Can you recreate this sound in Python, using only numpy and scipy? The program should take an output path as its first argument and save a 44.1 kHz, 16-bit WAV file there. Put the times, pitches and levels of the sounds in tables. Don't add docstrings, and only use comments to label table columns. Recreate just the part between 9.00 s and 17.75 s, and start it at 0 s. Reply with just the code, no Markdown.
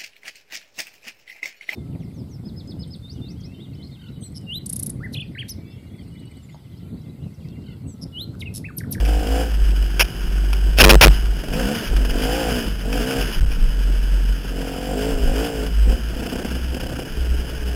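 import sys
import numpy as np
from scipy import signal
from scipy.io import wavfile
from scipy.ndimage import uniform_filter1d

SR = 44100
rng = np.random.default_rng(int(sys.argv[2]) if len(sys.argv) > 2 else 0)


def how_loud(loudness_db):
    steps = np.asarray(loudness_db, float) / 20
    return 10 ** steps


def transcribe(u):
    v = np.clip(np.atleast_2d(u).T, -1, 1)
    q = np.round(v * 32767).astype(np.int16)
    wavfile.write(sys.argv[1], SR, q)


N = 385875
T = np.arange(N) / SR
SLOW = T[::64]
COUPLING_HZ = 56.2
CLEAN_OPEN = .85


def engine():
    exhaust_gain, clatter_gain, clean = throttle()
    hz = speed()
    turns, fired, burn = firings(hz, clean)
    return exhaust_gain * exhaust(fired, hz, clean) + clatter_gain * clatter(turns, burn)


def throttle():
    # (open [s], rise [s], hold [s], exhaust level [dB], clatter level [dB])
    openings = [(.05, .03, 0.2, -28.5, -35.5), (0.153, 0.19, .07, -23.5, -32),
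                (2.094, 0.013, 0.045, -34, -31), (2.525, 0.047, 0.17, -22.5, -30),
                (2.674, 0.064, .11, -31.5, -30), (2.858, 0.057, 0.14, -31, -36.5),
                (3.09, .14, 0.36, -23, -28.5), (3.55, 0.049, 0.075, -31.5, -32.5),
                (3.866, 0.018, 0.045, -27, -37), (3.92, 0.017, .14, -24.5, -30.5),
                (3.94, .15, 0.1, -23.5, -28.5), (4.15, 0.048, 0.14, -34, -30.5),
                (5.498, 0.094, 0.46, -29.5, -37), (5.753, 0.26, .1, -22.5, -33),
                (6.1, 0.085, 0.463, -27, -36), (6.22, 0.17, .07, -23.5, -31),
                (6.887, 0.0079, 0.032, -26, -34.5), (7.164, 0.038, 0.21, -27, -35),
                (7.44, .02, 0.11, -31.5, -35.5), (7.735, .02, 0.26, -31, -36.5),
                (7.998, 0.33, .5, -36.5, -38)]
    # (time [s], exhaust level [dB], clatter level [dB])
    pops = [(0, -19.5, -29), (.826, -30, -33.5), (1.208, -39, -33), (2.437, -28, -30), (2.484, -29, -32),
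            (2.965, -27, -24.5), (3.049, -27, -27), (3.095, -29, -27), (5.135, -32, -36.5),
            (5.615, -21.5, -30.5), (6.665, -31, -29), (7.214, -25, -36), (7.447, -20, -30),
            (7.745, -26, -31)]
    idle_db, idle_clatter_db = -39, -38.5
    exhaust_shut_s, clatter_shut_s, pop_s = 0.054, 0.1, 0.016
    exhaust_lead_s, clatter_jump = 0.07, 0.66
    firing_db = -30.5
    clean_shut, clean_ragged, ragged_from_s = .45, .62, 6.8
    pipe_gain = np.full(N, how_loud(idle_db))
    valve_gain = np.full(N, how_loud(idle_clatter_db))
    opened = np.zeros(N)
    for start, rise, hold, exhaust_db, clatter_db in openings:
        full, shut = start + rise, start + rise + hold
        on = ramp(start - exhaust_lead_s, full, shut, exhaust_shut_s)
        jump = clatter_jump * ramp(start - .002, start, shut, clatter_shut_s)
        valves_on = np.maximum(jump, ramp(start, full, shut, clatter_shut_s))
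        pipe_gain = np.maximum(pipe_gain, how_loud(exhaust_db) * on)
        valve_gain = np.maximum(valve_gain, how_loud(clatter_db) * valves_on)
        opened = np.maximum(opened, on * (exhaust_db > firing_db))
    for s, exhaust_db, clatter_db in pops:
        on = ramp(s - .002, s, s, pop_s)
        pipe_gain = np.maximum(pipe_gain, how_loud(exhaust_db) * on)
        valve_gain = np.maximum(valve_gain, how_loud(clatter_db) * on)
    top = np.where(T > ragged_from_s, clean_ragged, CLEAN_OPEN)
    return pipe_gain, valve_gain, clean_shut + (top - clean_shut) * opened


def speed():
    # (time [s], firing rate [1/s])
    cruise = [(0, 47), (.62, 48), (1.76, 48.5), (2.12, 52), (2.42, 46.7), (3.15, 45.5), (3.8, 46.5),
              (4.4, 44), (4.62, 45.5), (5.68, 44.6), (5.9, 46.8), (6.3, 47.5), (6.8, 49.5), (7.2, 62),
              (7.9, 64), (8.37, 59.5), (8.53, 63), (8.75, 58.4)]
    # (slip [s], grip [s], gain in firing rate [1/s])
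    spins = [(.04, .11, 3.5), (.16, .41, 9), (.41, .49, 5), (2.49, 2.75, 31), (2.75, 2.8, 11),
             (3.14, 3.39, 13.5), (3.39, 3.41, 1.5), (3.465, 3.56, 14), (3.84, 4.11, 21.5),
             (4.11, 4.17, 9.5), (4.17, 4.215, 11), (5.9, 5.97, 4.5), (5.97, 6.105, 8), (6.31, 6.465, 10.5),
             (6.47, 6.55, 2), (6.615, 6.66, 3.5), (6.82, 6.915, 4.5)]
    grip_s = .11
    hz, = curves(cruise)
    for slip, grip, gain in spins:
        hz = hz + gain * ramp(slip, grip, grip, grip_s)
    return uniform_filter1d(hz, size=800)


def firings(hz, clean):
    # (from [s], to [s])
    misfires = [
        (7.2, 7.5),
        (7.74, 8.05),
    ]
    rough = CLEAN_OPEN - clean
    turns = np.cumsum(hz * (1 + (.004 + .05 * rough ** 2) * drift(40))) / SR
    fired = np.diff(np.floor(turns), prepend=0) * how_loud((1 + 5 * rough) * drift(70))
    weak = sum((T > a) & (T < b) for a, b in misfires) * (np.floor(turns) % 2)
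    burn = 1 - .8 * weak
    return turns, fired * burn, burn


def exhaust(fired, hz, clean):
    # (frequency [Hz], width [Hz], level [dB])
    pipe = [(159, 178, -0.5), (272.3, 89, 4), (513, 138, -1), (716.5, 29, -1), (760, 21, -18.5)]
    # (frequency [Hz], width [Hz], level [dB])
    helmet = [(195, 106, -2), (328, 176, -0.5), (426, 106, -1.5), (642, 290, -15), (968, 23, -16.5)]
    # (from [s], lower [ratio], upper [ratio])
    standing_orders = [(0, 6, 9.7), (.24, 5, 9), (.55, 7, 8.5), (2.45, 3.6, 9), (2.62, 3, 7.5),
                       (2.73, 3, 6), (3.0, 5, 9.3), (3.3, 5.5, 9), (3.5, 4, 7.3), (3.65, 3.5, 9),
                       (3.87, 4.5, 9), (3.99, 4, 7), (4.4, 5.5, 10), (5.6, 5.8, 10.7), (5.76, 5.4, 11),
                       (5.94, 5, 8), (6.26, 5, 11), (6.34, 5, 8), (6.8, 4, 9), (7.0, 3.5, 7.7),
                       (7.7, 3.7, 8.5), (8.05, 4.5, 7)]
    since, *orders = np.transpose(standing_orders)
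    current = np.array(orders)[:, np.searchsorted(since, T, "right") - 1]
    lower_hz, upper_hz = hz * uniform_filter1d(current, size=1500)
    standing = resonate(fired, lower_hz, 65) - .95 * resonate(fired, upper_hz, 70)
    standing = evened(standing + .4 * resonate(fired, .96 * (lower_hz + upper_hz), 90))
    body = evened(band(ring(fired, pipe), 97, 940))
    pulses = -steadied(standing + how_loud(-4) * body)
    roar = steadied(band(ring(rng.standard_normal(N), helmet), 179, 970)) * how_loud(3.6 * drift(106))
    return np.sqrt(clean) * pulses + (1 - clean) ** .7 * roar


def clatter(turns, burn):
    # (frequency [Hz], width [Hz], level [dB])
    case = [(974, 200, -3.5), (1480, 180, -33), (1542, 310, 8.5), (2420, 100, -22.5), (2480, 740, 2),
            (2963, 94, 14), (3130, 161, 7), (3547, 130, -2.5)]
    beat = 1 + .5 * np.exp(-(turns % 1) / 0.033) + 0.63 * np.exp(-((turns + 0.61) % 1) / 0.79)
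    beat *= np.sqrt(burn)
    hits = (rng.random(N) < 45 / SR) * np.minimum(rng.exponential(.4, N), .6)
    knocks = signal.lfilter([1], [1, -np.exp(-1 / (.012 * SR))], hits)
    rattle = rng.standard_normal(N) * (beat + knocks) * how_loud(0.79 * drift(100))
    return steadied(ring(rattle, case), 0.15)


def mount():
    # (time [s], frequency [Hz])
    shake_hz = [(0, 50.1), (.44, 56.4), (.58, 49.9), (1.08, 46.55), (1.76, 49.63), (2.17, 54.84),
                (2.45, 42), (2.9, 49.5), (3.2, 44.5), (3.45, 55.5), (3.85, 44.84), (4.4, 43.96),
                (5.24, 45.44), (5.65, 43.5), (6.1, 52.03), (6.9, 51.7), (7.6, 62.5), (8.75, 59.8)]
    # (peak [s], rise [s], fall [s], level [dB])
    swells = [(0.082, .2, 0.16, -13.5), (.36, 0.2, 0.17, -22), (.8, 0.33, 0.096, -11),
              (1.04, 0.23, 0.032, -19.5), (1.6, 0.47, 0.69, -14.5), (2.28, 0.1, .15, -17),
              (2.64, 0.18, 0.039, -24.5), (2.96, 0.085, .28, -16), (3.3, 0.12, 0.096, -20.5),
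              (3.53, 0.13, 0.064, -22.5), (3.69, 0.037, 0.22, -24), (3.97, .19, 0.097, -21.5),
              (4.23, .05, 0.12, -19), (4.55, .15, .45, -19), (5.2, 0.83, 0.24, -16.5),
              (5.55, 0.19, 0.17, -26), (5.95, 0.31, .25, -28.5), (6.23, 0.045, 0.044, -22.5),
              (6.32, 0.058, .16, -22.5), (6.68, 0.16, 0.13, -23.5), (6.88, 0.18, 0.087, -11.5),
              (7.04, 0.06, 0.11, -22.5), (7.199, 0.068, 0.092, -30), (7.37, 0.082, 0.051, -33),
              (7.56, .12, 0.044, -25), (7.65, .05, 0.14, -23), (7.92, 0.14, 0.1, -29.5),
              (8.33, 0.21, 0.13, -19), (8.54, 0.14, .12, -28.5), (8.68, 0.062, .12, -22.5)]
    # (start [s], upward zero crossing [s], frequency [Hz], level [dB], held [s], t60 [s])
    swings = [
        (1.812, 1.8715, 48.9, 12, .125, .2),
        (2.012, 2.0595, 48.3, 13, .035, .27),
        (4.392, 4.4205, 43, -2, .04, .06),
        (4.37, 4.385, 10.4, -1.5, .13, .12),
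        (4.435, 4.4605, 46, -8, .055, .3),
    ]
    hz, = curves(shake_hz)
    shapes = np.array([swell(*row[:3]) for row in swells])
    size = tallest(np.transpose(swells)[3], shapes) + how_loud(-48)
    sine = np.sin(2 * np.pi * np.cumsum(hz) / SR)
    shake = np.sqrt(2) * size * how_loud(2.0 * drift(22.3)) * uncoupled(hz) * sine
    swinging, calm = np.zeros(N), np.ones(N)
    for start, cross, swing_hz, swing_db, held, t60 in swings:
        on = np.clip((T - start) / 0.019, 0, 1) * how_loud(-60 * np.maximum(T - start - held, 0) / t60)
        swinging += how_loud(swing_db) * on * np.sin(2 * np.pi * swing_hz * (T - cross))
        calm *= 1 - np.minimum(9.2 * on, 1)
    return shake * calm + swinging


def branches():
    # (frequency [Hz], width [Hz], level [dB])
    twigs = [(599, 220, -2.5), (1545, 310, 1), (2490, 220, 8.5), (3094, 500, 3.5)]
    # (start [s], length [s], level [dB], fade over the length [dB])
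    whips = [(0.051, 0.019, -28, 10), (2.531, 0.026, -28.5, 8), (3.928, 0.013, -22.5, 15),
             (4.515, 0.025, -33, 8), (0.706, 0.013, -34, 4), (0.995, 0.01, -7.5, 8),
             (1.0055, 0.025, -5.5, 16.5), (1.043, 0.013, -32, -1), (1.531, 0.0083, -23, 9),
             (1.771, 0.027, -30.5, -20.5), (1.786, 0.0015, -4, -10.5), (1.7995, .013, 2, 3),
             (1.8125, .013, 3, 5), (1.8385, .0155, 14, 0), (1.894, .026, 16, 10), (2.0105, .041, 14, 0),
             (2.483, .012, -41, 14), (4.21, 0.026, -32, 0), (6.891, .015, -31, 13)]
    grit = rng.standard_normal(N) * how_loud(1.9 * drift(750))
    scratch = steadied(ring(grit, twigs) + how_loud(-17) * grit, 0.028)
    level = np.zeros(N)
    for start, length, db, fade_db in whips:
        u = (T - start) / length
        attack = np.clip((T - start) / 0.00013, 0, 1)
        release = np.clip((1 - u) * length / 0.00079, 0, 1)
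        level += how_loud(db - fade_db * np.clip(u, 0, 1)) * attack * release
    return level * scratch


def wind():
    # (peak [s], half length [s], slow push level [dB], flutter level [dB])
    gusts = [(.1, .2, -34, -35), (0.367, .08, -37, -41), (0.687, 0.19, -26, -37), (1.121, 0.16, -46, -35.5),
             (1.28, 0.093, -25, -34), (1.486, .07, -43, -34.5), (1.703, 0.037, -28, -32.5),
             (2.18, 0.22, -25.5, -35.5), (2.383, 0.095, -25, -34.5), (2.53, 0.13, -30, -33),
             (2.76, 0.12, -52, -33.5), (2.945, 0.088, -18.5, -32.5), (3.08, 0.24, -25, -35.5),
             (3.495, 0.088, -38, -31), (3.733, .2, -33, -33.5), (4.217, 0.075, -29.5, -30),
             (4.369, .05, -20.5, -35), (4.618, 0.15, -15, -33), (4.999, 0.33, -29, -44),
             (5.28, .2, -50, -35), (5.797, .1, -50, -35.5), (6.148, 0.051, -16, -35),
             (6.276, 0.057, -15, -31), (6.66, 0.12, -33, -34.5), (6.866, .12, -23, -44),
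             (7.152, .15, -34, -35.5), (7.553, 0.26, -35, -35.5), (7.896, 0.16, -31, -32),
             (8.27, 0.19, -24.5, -38), (8.58, 0.14, -31, -36.5)]
    shapes = np.array([swell(s, half, half) for s, half, _, _ in gusts])
    push_db, flutter_db = np.transpose(gusts)[2:]
    push = steadied(band(rng.standard_normal(N), 18, 34), 0.37) * uncoupled(27.6)
    flutter = steadied(band(rng.standard_normal(N), 67, 192), 0.14) * uncoupled(90)
    push_gain = tallest(push_db, shapes) + how_loud(-49)
    flutter_gain = np.maximum(tallest(flutter_db, shapes), how_loud(-37.5))
    return push_gain * push + flutter_gain * flutter


def evened(x):
    return x / np.sqrt(np.mean(x ** 2) + 1e-20)


def steadied(x, span_s=0.0805):
    return x / np.sqrt(uniform_filter1d(x ** 2, int(span_s * SR)) + 1e-20)


def drift(hz):
    size = max(int(SR / hz), 1)
    return evened(uniform_filter1d(uniform_filter1d(rng.standard_normal(N), size), size))


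def curves(table):
    s, *columns = np.transpose(table)
    return [np.interp(T, s, c) for c in columns]


def ramp(start, full, shut, release_s):
    return np.clip((T - start) / (full - start), 0, 1) * np.exp(-np.maximum(T - shut, 0) / release_s)


def swell(peak, rise, fall):
    height = np.interp(SLOW, [peak - rise, peak, peak + fall], [0, 1, 0])
    return np.sin(np.pi / 2 * height) ** 0.79


def tallest(db, shapes):
    return np.interp(T, SLOW, (how_loud(db)[:, None] * shapes).max(axis=0))


def ring(x, modes):
    out = np.zeros(len(x))
    for k, (hz, width, db) in enumerate(modes):
        r = np.exp(-np.pi * width / SR)
        poles = [1, -2 * r * np.cos(2 * np.pi * hz / SR), r * r]
        out += (-1) ** k * how_loud(db) * (1 - r) * signal.lfilter([1, 0, -1], poles, x)
    return out


def resonate(x, hz, width):
    spin = np.exp(2j * np.pi * np.cumsum(hz) / SR)
    r = np.exp(-np.pi * width / SR)
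    return 2 * (spin * signal.lfilter([(1 - r) ** 2], [1, -2 * r, r * r], x / spin)).real


def band(x, lo_hz, hi_hz, order=3):
    return signal.sosfilt(signal.butter(order, [lo_hz, hi_hz], "band", fs=SR, output="sos"), x)


def uncoupled(hz):
    return np.sqrt(1 + (COUPLING_HZ / hz) ** 2)


def scene():
    return (engine() + mount() + branches() + wind())[None]


def low_pass(x):
    return signal.sosfilt(signal.butter(12, 16230, fs=SR, output="sos"), x)


def record(dry):
    rail, alias_hz, hold_hz = .9, 3860, 8012.8
    railed = np.clip(dry, -rail, rail)
    r = np.exp(-2 * np.pi * COUPLING_HZ / SR)
    coupled = signal.lfilter([1, -1], [1, -r], railed)
    smooth = signal.sosfilt(signal.butter(8, alias_hz, fs=SR, output="sos"), coupled)
    ticks = np.arange(int(N / SR * hold_hz) + 2) / hold_hz
    read = np.interp(ticks, T, smooth[0])
    read *= abs(read) < 1
    held = read[(T * hold_hz).astype(int)]
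    held = signal.oaconvolve(held, signal.firwin(255, 15850, fs=SR), "same")
    return low_pass(held[None])


dry = scene()
out = record(dry)
transcribe(out)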